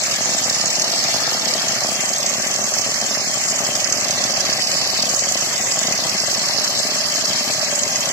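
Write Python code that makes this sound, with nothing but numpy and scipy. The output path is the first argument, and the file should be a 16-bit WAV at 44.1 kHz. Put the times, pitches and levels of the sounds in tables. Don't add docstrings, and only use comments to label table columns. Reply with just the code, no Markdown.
import sys
import numpy as np
from scipy import signal
from scipy.fft import rfft, irfft, next_fast_len
from scipy.io import wavfile
from scipy.ndimage import uniform_filter1d

SR = 44100
rng = np.random.default_rng(int(sys.argv[2]) if len(sys.argv) > 2 else 0)


def ratio(d):
    e = np.asarray(d, float) / 20
    return 10 ** e


def transcribe(signal):
    frames = np.atleast_2d(signal).T
    limited = np.clip(frames, -1, 1)
    pcm = np.round(limited * 32767).astype(np.int16)
    wavfile.write(sys.argv[1], SR, pcm)


N = 358245
T = np.arange(N) / SR
SIZE = next_fast_len(N)
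HZ = np.maximum(np.arange(SIZE // 2 + 1) * SR / SIZE, 1)
HOP = SR // 2000

# time in seconds, peak level in dB.
SPITS = [(0.035, -11), (0.1092, -7), (0.1585, -16), (0.2154, -20), (0.3087, -18), (0.381, -7),
         (0.4409, -17), (0.4683, -17), (0.496, -1), (0.5252, -7), (0.6565, -1), (0.7028, -8),
         (0.7532, -13), (0.7951, -7), (0.8175, -7), (0.8415, -8), (0.9163, -12), (1.038, -3),
         (1.2022, -9), (1.3284, -11), (1.3942, -14), (1.4875, -12), (1.509, -10), (1.536, 2),
         (1.5758, -12), (1.682, -2), (1.7194, -5), (1.7509, -10), (1.9614, -4), (2.0542, -10),
         (2.1325, -3), (2.16, -5), (2.1824, -6), (2.2278, -2), (2.2613, 0), (2.2857, -22),
         (2.3371, -7), (2.4204, -9), (2.469, -5), (2.5117, -8), (2.5394, -1), (2.6868, -14),
         (2.737, -4), (2.7816, -12), (2.8933, -11), (2.9397, -11), (3.0126, -10), (3.0609, -6),
         (3.3767, -12), (3.4096, -9), (3.4366, -12), (3.5184, -15.5), (3.5603, -15), (3.6476, -14),
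         (3.711, -20), (3.7514, 7), (3.8, -9), (3.8422, -4), (3.923, 1), (4.0432, -11),
         (4.0444, -15), (4.1063, -1), (4.1541, -18), (4.1811, -19), (4.2385, -6), (4.3055, -1),
              (4.3372, -9), (4.4045, -10), (4.4507, -8), (4.4983, -10), (4.5258, -12), (4.6196, -5),
              (4.6706, -12), (4.7134, 1), (4.7582, -13), (4.8495, -14), (4.873, -9), (4.9438, -13),
              (5.0221, -5), (5.0526, -5), (5.0885, 0), (5.1914, -5), (5.236, -13), (5.287, -9), (5.32, -1),
              (5.372, -11), (5.4098, -15), (5.4606, -15), (5.4886, -11), (5.557, -7), (5.577, -5),
              (5.6098, -9), (5.76, -12), (5.789, -8), (5.8293, -12), (5.9214, 1), (5.949, -7), (5.976, -11),
              (6.0937, -9), (6.2, -10), (6.2274, -6), (6.3935, -8.5), (6.426, -13), (6.5078, -13),
              (6.5347, -9), (6.5971, -11), (6.643, -15), (6.7088, -6), (6.8689, -9), (7.0835, -12),
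              (7.1164, -13), (7.1553, -11), (7.1772, -12), (7.735, -16), (7.8318, 0), (7.8767, -6),
              (7.958, -8), (8.0283, -14), (8.0562, -14), (8.0867, -10)]
# time in seconds, peak level in dB.
POPS = [(0.021, -20), (0.081, -16), (0.186, -21), (0.207, -12.5), (0.257, -14.5), (0.29, -12.5),
        (0.346, -13), (0.458, -13), (0.48, -14), (0.509, -16), (0.639, -12.5), (0.781, -21),
        (0.874, -16), (0.909, -17), (0.937, -16), (1.053, -17), (1.087, -14.5), (1.143, -11),
        (1.162, -13), (1.218, -18), (1.32, -12.5), (1.347, -14.5), (1.428, -20), (1.478, -29),
        (1.5, -23), (1.527, -16), (1.552, -17), (1.67, -24), (1.734, -16), (1.76, -19), (1.819, -17),
        (1.846, -11.5), (1.888, -13.5), (1.918, -12.5), (1.955, -18), (1.991, -18), (2.112, -16),
        (2.33, -17), (2.38, -24), (2.552, -18), (2.589, -13), (2.623, -26), (2.675, -15),
        (2.766, -16), (2.793, -14), (2.862, -15.5), (3.042, -15), (3.109, -12.5), (3.171, -12),
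        (3.195, -16.5), (3.354, -29), (3.401, -23), (3.447, -25), (3.603, -15), (3.687, -12),
        (3.793, -21), (3.87, -24), (3.914, -14.5), (3.981, -14), (4.054, -25),
        (4.054, -32), (4.097, -13), (4.175, -15), (4.249, -13.5), (4.296, -15), (4.375, -16),
             (4.396, -18), (4.44, -16), (4.49, -12.5), (4.519, -17), (4.549, -26), (4.594, -14.5),
             (4.693, -16), (4.752, -17), (4.819, -15.5), (4.933, -15.5), (4.989, -15), (5.065, -28),
             (5.121, -24), (5.222, -40), (5.269, -16), (5.354, -13), (5.423, -15), (5.471, -17),
             (5.567, -23), (5.598, -16), (5.637, -19), (5.771, -15), (5.814, -15), (5.851, -14),
             (5.883, -12.5), (5.908, -13), (5.989, -16), (6.057, -16), (6.185, -26), (6.236, -14.5),
             (6.282, -15), (6.377, -17), (6.412, -18), (6.494, -15.5), (6.585, -13), (6.722, -26),
             (6.799, -13.5), (6.849, -15), (6.887, -18), (6.92, -20), (7.253, -27), (7.291, -19),
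             (7.407, -14), (7.475, -15.5), (7.499, -11), (7.543, -25), (7.695, -22), (7.726, -11),
             (7.777, -19), (7.823, -26), (7.861, -19), (7.89, -20), (7.945, -17.5), (8.072, -13.5)]
# time in seconds, level in dB.
PRESSURE = [(0, -24.5), (.5, -24), (1, -24), (1.5, -25), (2, -25.5), (2.5, -25), (3.1, -25.5), (3.6, -25),
            (4.2, -25), (4.8, -24), (5.3, -24), (6, -25), (6.8, -24), (7.4, -24.5), (8.12, -25)]
# time in seconds, hiss centre in Hz, left minus right level in dB.
SWEEP = [(0.0, 6080, -5.5), (0.57, 5950, -5), (0.97, 5420, -3), (1.83, 5640, -4), (2.01, 6300, -4.5),
         (3.28, 5840, -2.5), (3.39, 6460, -2.5), (4.27, 5770, -6), (4.95, 5240, -1), (5.15, 6330, -1),
         (5.43, 5830, -2), (5.7, 6540, -3), (6.04, 5520, -4.5), (7.49, 5480, -0.5), (7.67, 5830, -5),
         (7.73, 6700, -2.5), (8.05, 5640, -2), (8.12, 6400, -4.5)]
# frequency in Hz, left dB per Hz, right dB per Hz, correlation (-1 to 1).
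JET_SPECTRUM = [(302, -4, -53, 0.67), (730, -11, -67, 1), (950, -4.5, -11.5, 0.31), (1340, -6, -19.5, 0.51),
                (2020, -3.5, -6, 0.32), (2085, -3.5, -14, -0.14), (2790, -4, -9, -0.53),
                (3960, -1.5, -5.5, -0.46), (4220, 2, -2.5, 0.57), (4710, -2, 3.5, -0.18),
                (7320, 0.5, 1.5, -0.02), (8020, 3, -5, 0.13), (9970, -3, -8.5, -0.075),
                (15600, -8, -23, 0.27)]
# time in seconds, lower lobe in Hz, upper lobe in Hz.
LOBES = [(0.0, 5250, 6640), (0.02, 5100, 6600), (0.77, 5340, 6700), (0.86, 5050, 6060), (1.06, 5100, 6520),
         (2.15, 5110, 6390), (2.4, 5380, 6200), (3.6, 5170, 6900), (4.16, 5000, 6100), (4.84, 4840, 6900),
         (5.25, 4640, 6660), (5.4, 5490, 6350), (5.47, 4800, 6340), (5.67, 5030, 7060), (5.99, 4940, 6410),
         (6.65, 5240, 6370), (7.3, 4860, 6700), (8.12, 5240, 6560)]
# time in seconds, level in dB.
LOAD = [(0.0, -30.5), (0.25, -31.5), (1.79, -30), (1.83, -31), (2.01, -30.5), (3.21, -32), (3.23, -32.5),
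        (3.6, -30), (5.79, -32), (5.9, -29.5), (6.02, -31.5), (8.12, -30.5)]
# frequency in Hz, width in Hz, level in dB.
BARREL_MODES = [
    (117.4, 57, -8),
    (213, 86, -6),
    (371, 43, -4.5),
    (513, 82, 1.5),
    (728, 340, -6.5),
    (1126, 750, -15.5),
]
# time in seconds, factor on low modes, factor on mouth modes.
FILL = [(0, 1.006, 0.99), (1.4, 1.03, 1.06), (2.3, 1.01, 0.97), (3.3, 1.015, 1), (4, 1.013, 0.97),
        (5, 0.98, 1.02), (6, 0.95, 1.03), (7, 1.05, 0.95), (7.5, 1.05, 0.95), (8.12, 1.07, 0.98)]
# time in seconds, low mode in Hz, middle mode in Hz, upper mode in Hz.
SHEET_MODES = [(0.0, 708, 1160, 2010), (0.04, 677, 1140, 1770), (0.41, 684, 1230, 1790),
               (0.93, 690, 1145, 1900), (1.13, 720, 1270, 1720), (1.42, 698, 1160, 1900),
               (5.34, 690, 1140, 1880), (5.43, 670, 1270, 1710), (5.5, 690, 1140, 1920),
               (5.86, 670, 1100, 2000), (6.99, 665, 1190, 1920), (7.3, 665, 1190, 1650),
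               (7.35, 680, 1190, 1920), (7.96, 639, 1150, 1970), (8.07, 655, 1130, 1810),
               (8.12, 676, 1230, 1980)]
# time in seconds, frequency in Hz.
POCKET = [(0, 450), (1.4, 447), (2.3, 467), (3.3, 501), (4, 490), (5, 450), (6, 460), (7, 508), (7.5, 530),
          (8.12, 496)]
# time in seconds, lag in ms.
REACH = [(0.0, 2.23), (1.3, 2.14), (2.3, 2.26), (3.3, 2.24), (4.2, 2.28), (5.0, 2.31), (6.0, 2.3),
         (7.0, 2.25), (8.12, 2.33)]
# frequency in Hz, share silent on the left, share silent on the right.
STARVED = [(2000, 0, 0), (2400, .04, .08), (3000, .05, .08), (3700, .1, .14), (4400, .06, .09),
           (5000, .04, .04), (7900, .05, .07), (8150, .45, .65), (8900, .4, .62), (9400, .33, .55),
           (11000, .25, .55), (13500, .36, .62), (14900, .42, .7), (15300, .8, .92)]
# start in seconds, length in seconds, low Hz, high Hz.
OPPOSED = [(0.18, 0.05, 3470, 3770), (0.45, 0.02, 3120, 3720), (0.59, 0.28, 3170, 3810),
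           (0.96, 0.05, 3420, 3810), (1.09, 0.06, 3810, 4070), (1.14, 0.1, 3640, 3850),
           (1.33, 0.05, 3340, 3720), (1.46, 0.08, 3470, 3720), (1.6, 0.35, 3470, 3770),
           (1.76, 0.08, 3170, 3850), (2.03, 0.1, 3380, 3810), (2.3, 0.07, 3380, 3720),
           (2.33, 0.74, 3510, 3850), (2.37, 0.07, 3120, 3940), (2.44, 0.16, 3850, 3980),
           (2.5, 0.21, 2910, 3040), (2.8, 0.1, 3170, 3380), (2.97, 0.06, 2650, 2910),
           (3.01, 0.03, 3210, 3900), (3.11, 0.15, 2990, 3420), (3.16, 0.57, 3420, 3770),
           (3.23, 0.08, 2910, 3080), (3.23, 0.15, 2650, 2910), (3.26, 0.09, 3770, 3940),
           (3.4, 0.23, 3170, 3420), (3.64, 0.1, 3510, 3900), (3.79, 0.05, 3510, 3940),
           (3.84, 0.19, 3340, 3850), (3.95, 0.02, 3210, 4280), (3.96, 0.08, 3170, 3420),
           (4.17, 0.07, 2910, 3160), (4.21, 0.16, 3730, 3940), (4.3, 0.19, 3470, 3720),
           (4.49, 0.46, 3170, 3770), (4.89, 0.1, 3120, 3470), (5.09, 0.05, 3510, 3850),
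           (5.09, 0.12, 3170, 3510), (5.21, 0.29, 3470, 3810), (5.79, 0.1, 3810, 4110),
           (5.83, 0.05, 4110, 4370), (6.1, 0.1, 3770, 3900), (6.18, 0.05, 2860, 3850),
           (6.18, 1.94, 3470, 3770), (6.23, 0.31, 3380, 3810), (6.45, 0.45, 3170, 3470),
           (6.47, 0.06, 2950, 3850), (6.9, 0.28, 3770, 3900), (7.45, 0.15, 3730, 3850),
           (7.6, 0.07, 3170, 3470), (7.94, 0.19, 3730, 3850)]
# start in seconds, length in seconds, low Hz, high Hz.
LAPSES = [(0.04, 0.24, 8720, 8940), (0.28, 0.42, 8330, 8940), (0.53, 0.15, 9880, 10010),
          (0.54, 0.23, 8160, 8290), (0.7, 0.02, 8980, 9800), (0.77, 0.07, 8380, 8940),
          (0.84, 0.37, 8200, 8330), (0.89, 0.14, 8680, 8810), (1.0, 0.06, 9500, 9710),
          (1.03, 0.05, 8330, 8890), (1.26, 0.09, 8550, 8940), (1.28, 0.19, 8160, 8330),
          (1.42, 0.02, 8330, 8890), (1.54, 0.16, 8250, 8630), (1.96, 0.07, 8290, 8890),
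          (2.01, 0.09, 8160, 8290), (2.28, 0.06, 8120, 8460), (2.56, 0.05, 7990, 8380),
          (2.63, 0.02, 8250, 8850), (2.93, 0.02, 8200, 8980), (2.93, 0.13, 8760, 8940),
          (3.12, 0.09, 8120, 8590), (3.16, 0.12, 8380, 8720), (3.42, 0.02, 8160, 8940),
          (3.58, 0.02, 8200, 8890), (3.79, 0.07, 8510, 8890), (3.95, 0.13, 8080, 8250),
          (4.05, 0.02, 8250, 8850), (4.22, 0.2, 8120, 8290), (4.23, 0.05, 8290, 8810),
          (4.46, 0.15, 8160, 8940), (4.81, 0.09, 8250, 8980), (4.91, 0.09, 8720, 8890),
          (5.0, 0.12, 8200, 8940), (5.02, 0.02, 8940, 9710), (5.18, 0.12, 8250, 8980),
          (5.25, 0.02, 8980, 9580), (5.35, 0.09, 8200, 8510), (5.37, 0.13, 8330, 8890),
          (5.58, 0.44, 8200, 8720), (5.59, 0.21, 8720, 8940), (5.74, 0.05, 8940, 9670),
          (6.48, 0.05, 8290, 8630), (6.63, 0.14, 8200, 8380), (6.88, 0.08, 8250, 8890),
          (7.13, 0.05, 8200, 8980), (7.3, 0.05, 8120, 8550), (7.44, 0.07, 8200, 8850),
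          (7.64, 0.03, 8200, 8630), (7.68, 0.38, 8250, 8890)]


def opening():
    t = T[:SR // 10]
    shape = np.exp(-t / 0.0025) - np.exp(-t / 0.0024)
    events = slugs(SPITS, top_db=-13, range_db=-2.5)
    spits = marks(events, np.maximum(events[:, 1] + 21, 0))
    chug = rms_one(resonate(rng.standard_normal(N), hz=33.3, width_hz=15.0))
    open_db = 0.68 * signal.fftconvolve(spits, shape / shape.max())[:N] + 1.5 * chug
    return open_db - uniform_filter1d(open_db, size=SR // 12)


def turbulence():
    straight_s, wall_s, wall_share = 0.00035, 0.0014, 0.16
    source, other = rng.standard_normal((2, N))
    sway = np.interp(T, T[::HOP], drift(rate_hz=7.9))
    straight = np.clip(0.2 + 0.2 * sway, 0, 0.9)
    paths = straight * np.roll(source, int(straight_s * SR))
    paths = paths + wall_share * np.roll(source, int(wall_s * SR))
    far = paths + np.sqrt(np.maximum(1 - straight ** 2 - wall_share ** 2, 0)) * other
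    hz, *columns = np.transpose(JET_SPECTRUM)
    left_db, right_db, alike = [np.interp(np.log(HZ), np.log(hz), c) for c in columns]
    alike = np.clip(alike, -1, 1)
    near = rfft(source, SIZE)
    left = alike * near + np.sqrt(1 - alike ** 2) * rfft(far, SIZE)
    spectra = np.array([left * ratio(left_db), near * ratio(right_db)])
    bright = irfft(spectra.mean(axis=0) * (HZ > 4000) * (HZ < 8000))
    return spectra / np.sqrt(np.mean(bright ** 2))


def jet(open_db):
    spectra = turbulence()
    (pressure_db,), (centre_hz, pan_db), (load_db,) = in_time(PRESSURE), in_time(SWEEP), in_time(LOAD)
    hiss_db, pan_db, load_db, open_db = np.array([pressure_db, pan_db, load_db, open_db])[:, ::HOP]
    turn = np.log2(centre_hz[::HOP] / 5800)
    pan_db = pan_db - pan_db.mean()
    splatter_db = -32 + 0.96 * (load_db - load_db.mean())
    top_pan_db = 2 * drift(rate_hz=2.0)
    top_pan_db = top_pan_db - top_pan_db.mean()
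    out, together = np.zeros((2, N)), drift(rate_hz=23.0)
    for step in range(3, 19):
        mid_hz = 250 * 2 ** (step / 3)
        weight = np.maximum(1 - 3 * abs(np.log2(HZ / mid_hz)), 0)
        band = irfft(spectra * weight, SIZE)[:, :N]
        apart = np.array([drift(rate_hz=22.4), drift(rate_hz=48)])
        gain_db = 0.2 * together + 2.85 * apart + 0.18 * drift(rate_hz=0.74)
        if mid_hz < 3500:
            gain_db += splatter_db + 9.0 + [[0.1], [0.25]] * open_db
        elif mid_hz < 8500:
            gain_db += hiss_db - 1.5 + [[0.35], [0.9]] * open_db
            gain_db += [[30], [70]] * (np.log2(mid_hz / 5800) * turn) - [[5.0], [25]] * turn ** 2
            gain_db += [[0.25], [-0.25]] * pan_db + [[0.2], [-0.2]]
        else:
            gain_db = 0.57 * gain_db + 0.46 * drift(rate_hz=2.6) - 17.5
            gain_db += [[0.15], [0.4]] * open_db + [[0.1], [-0.9]] * top_pan_db
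        out += [np.interp(T, T[::HOP], gain) for gain in ratio(gain_db)] * band
    out = out + 0.34 * slide(out, centre_hz, width_hz=310)
    lobes = sum(slide(out, hz, width_hz=345) for hz in in_time(LOBES))
    out = out + [[0.24], [0.53]] * lobes
    return out + 0.18 * echo(out)


def barrel(open_db):
    (load_db,), (low, mouth) = in_time(LOAD), in_time(FILL)
    bubbles = (rng.random(N) < 300 / SR) * ratio(3.76 * np.minimum(rng.exponential(1, N), 4))
    gurgle = rms_one(bubbles - bubbles.mean()) + 0.73 * rng.standard_normal(N)
    events = slugs(POPS, top_db=-18, range_db=7.5)
    drive = np.array([gurgle, marks(events, ratio(events[:, 1] + 33.5))])
    rung = np.zeros((2, N))
    for k, (hz, width_hz, db) in enumerate(BARREL_MODES):
        tuning = low if k < 4 else mouth
        rung += (-1) ** k * ratio(db) * slide(drive, hz * tuning, width_hz)
    gurgle, pops = rung
    pipe = ratio(load_db - 2.5 - 1.0 * open_db) * rms_one(gurgle) + pops
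    return -(pipe + [[0.45], [0.55]] * echo([pipe, pipe])) * ratio([[1.8], [-3.0]])


def sheet(gun):
    return gun + 0.41 * sum(slide(gun, hz, width_hz=73) for hz in in_time(SHEET_MODES))


def pocket(gun):
    pocket_hz, = in_time(POCKET)
    gun = gun + 0.31 * slide(gun, 1.125 * pocket_hz, width_hz=40)
    return gun - 0.85 * slide(gun, pocket_hz, width_hz=55)


def echo(x):
    lag_s = in_time(REACH)[0] / 1000

    def late(side, times):
        return np.interp((T - times * lag_s) * SR, np.arange(N), side)

    return -np.array([late(side, 0.92) + 0.47 * late(side, 2.5) for side in x])


def slugs(big, top_db, range_db):
    spacing_s, spread, clear_s = 0.034, 0.3, 0.018
    gap, depth = rng.random((400, 2)).T
    s = np.cumsum(spacing_s * (1 + spread * (2 * gap - 1)))
    distance_s = abs(s[:, None] - np.array(big)[:, 0]).min(axis=1)
    keep = (s < T[-1]) & (distance_s > clear_s)
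    ordinary = np.c_[s, top_db - range_db * depth]
    return np.vstack([big, ordinary[keep]])


def marks(events, size):
    out = np.zeros(N)
    out[np.clip((np.array(events)[:, 0] * SR).astype(int), 0, N - 1)] = size
    return out


def resonator(hz, width_hz):
    r = np.exp(-np.pi * width_hz / SR)
    return np.array([1, 0, -1]) * (1 - r * r) / 2, [1, -2 * r * np.cos(2 * np.pi * hz / SR), r * r]


def resonate(x, hz, width_hz):
    return signal.lfilter(*resonator(hz, width_hz), x)


def slide(x, hz, width_hz):
    out, state = np.zeros_like(x), np.zeros((len(x), 2))
    for i in range(0, N, 2048):
        b, a = resonator(hz[i], width_hz)
        out[:, i:i + 2048], state = signal.lfilter(b, a, x[:, i:i + 2048], zi=state)
    return out


def drift(rate_hz):
    count = len(T[::HOP])
    r = np.exp(-2 * np.pi * HOP * rate_hz / SR)
    slow = signal.lfilter([1], [1, -2 * r, r * r], rng.standard_normal(2 * count))
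    return rms_one(slow[count:])


def rms_one(x):
    return x / np.sqrt(np.mean(x ** 2) + 1e-20)


def in_time(rows):
    s, *columns = np.transpose(rows)
    return [np.interp(T, s, c) for c in columns]


def scene():
    open_db = opening()
    return pocket(sheet(jet(open_db) + barrel(open_db)))


def starve(x):
    hz, _, cells = signal.stft(x, SR, nperseg=2048)
    patch = np.arange(len(hz)) // 10
    power = np.add.reduceat(abs(cells) ** 2, np.arange(0, len(hz), 10), axis=1)
    level = np.log(power + 1e-20)
    luck = rng.standard_normal((3, *level.shape[1:]))
    score = uniform_filter1d(0.5 * level + 0.5 * luck[:2] + luck[2], size=3, axis=2)
    rank = score.argsort(axis=2).argsort(axis=2) / score.shape[2]
    at_hz, *shares = np.transpose(STARVED)
    share = np.array([np.interp(hz[::10] + 100, at_hz, s) for s in shares])
    keep = (rank >= share[:, :, None])[:, patch]
    return signal.istft(cells * keep, SR, nperseg=2048)[1][:, :N]


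def spells(rows, hz, s):
    edge_s, edge_hz = 0.016, 50
    start, length, low, high = np.transpose(rows)[:, :, None]
    during = (s > start - edge_s) & (s < start + length + edge_s)
    inside = (hz > low - edge_hz) & (hz < high + edge_hz)
    return inside.T.astype(float) @ during > 0


def oppose(x):
    hz, s, cells = signal.stft(x, SR, nperseg=1024)
    luck = rng.random((len(hz) // 4 + 1, len(s) // 4 + 1))
    luck = np.repeat(np.repeat(luck, 4, 0), 4, 1)[:len(hz), :len(s)]
    stray = luck < 0.26 * np.exp(-((hz[:, None] - 3300) / 800) ** 2)
    cells = cells - cells.mean(axis=0) * (spells(OPPOSED, hz, s) | stray)
    cells = cells * ~spells(LAPSES, hz, s)
    return signal.istft(cells, SR, nperseg=1024)[1][:, :N]


def band_limit(x):
    return signal.sosfilt(signal.butter(12, 15430, fs=SR, output="sos"), x)


def record(dry):
    x = signal.sosfilt(signal.butter(2, 65, "high", fs=SR, output="sos"), dry)
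    plate_hz, above_db = 8006, -16
    step = ratio(above_db / (1 + np.exp(-np.clip((HZ - plate_hz) / 70, -50, 50))))
    x = np.tanh(irfft(rfft(x, SIZE) * step, SIZE)[:, :N])
    mix = oppose(starve(x))
    return band_limit(mix)


dry = scene()
out = record(dry)
transcribe(out)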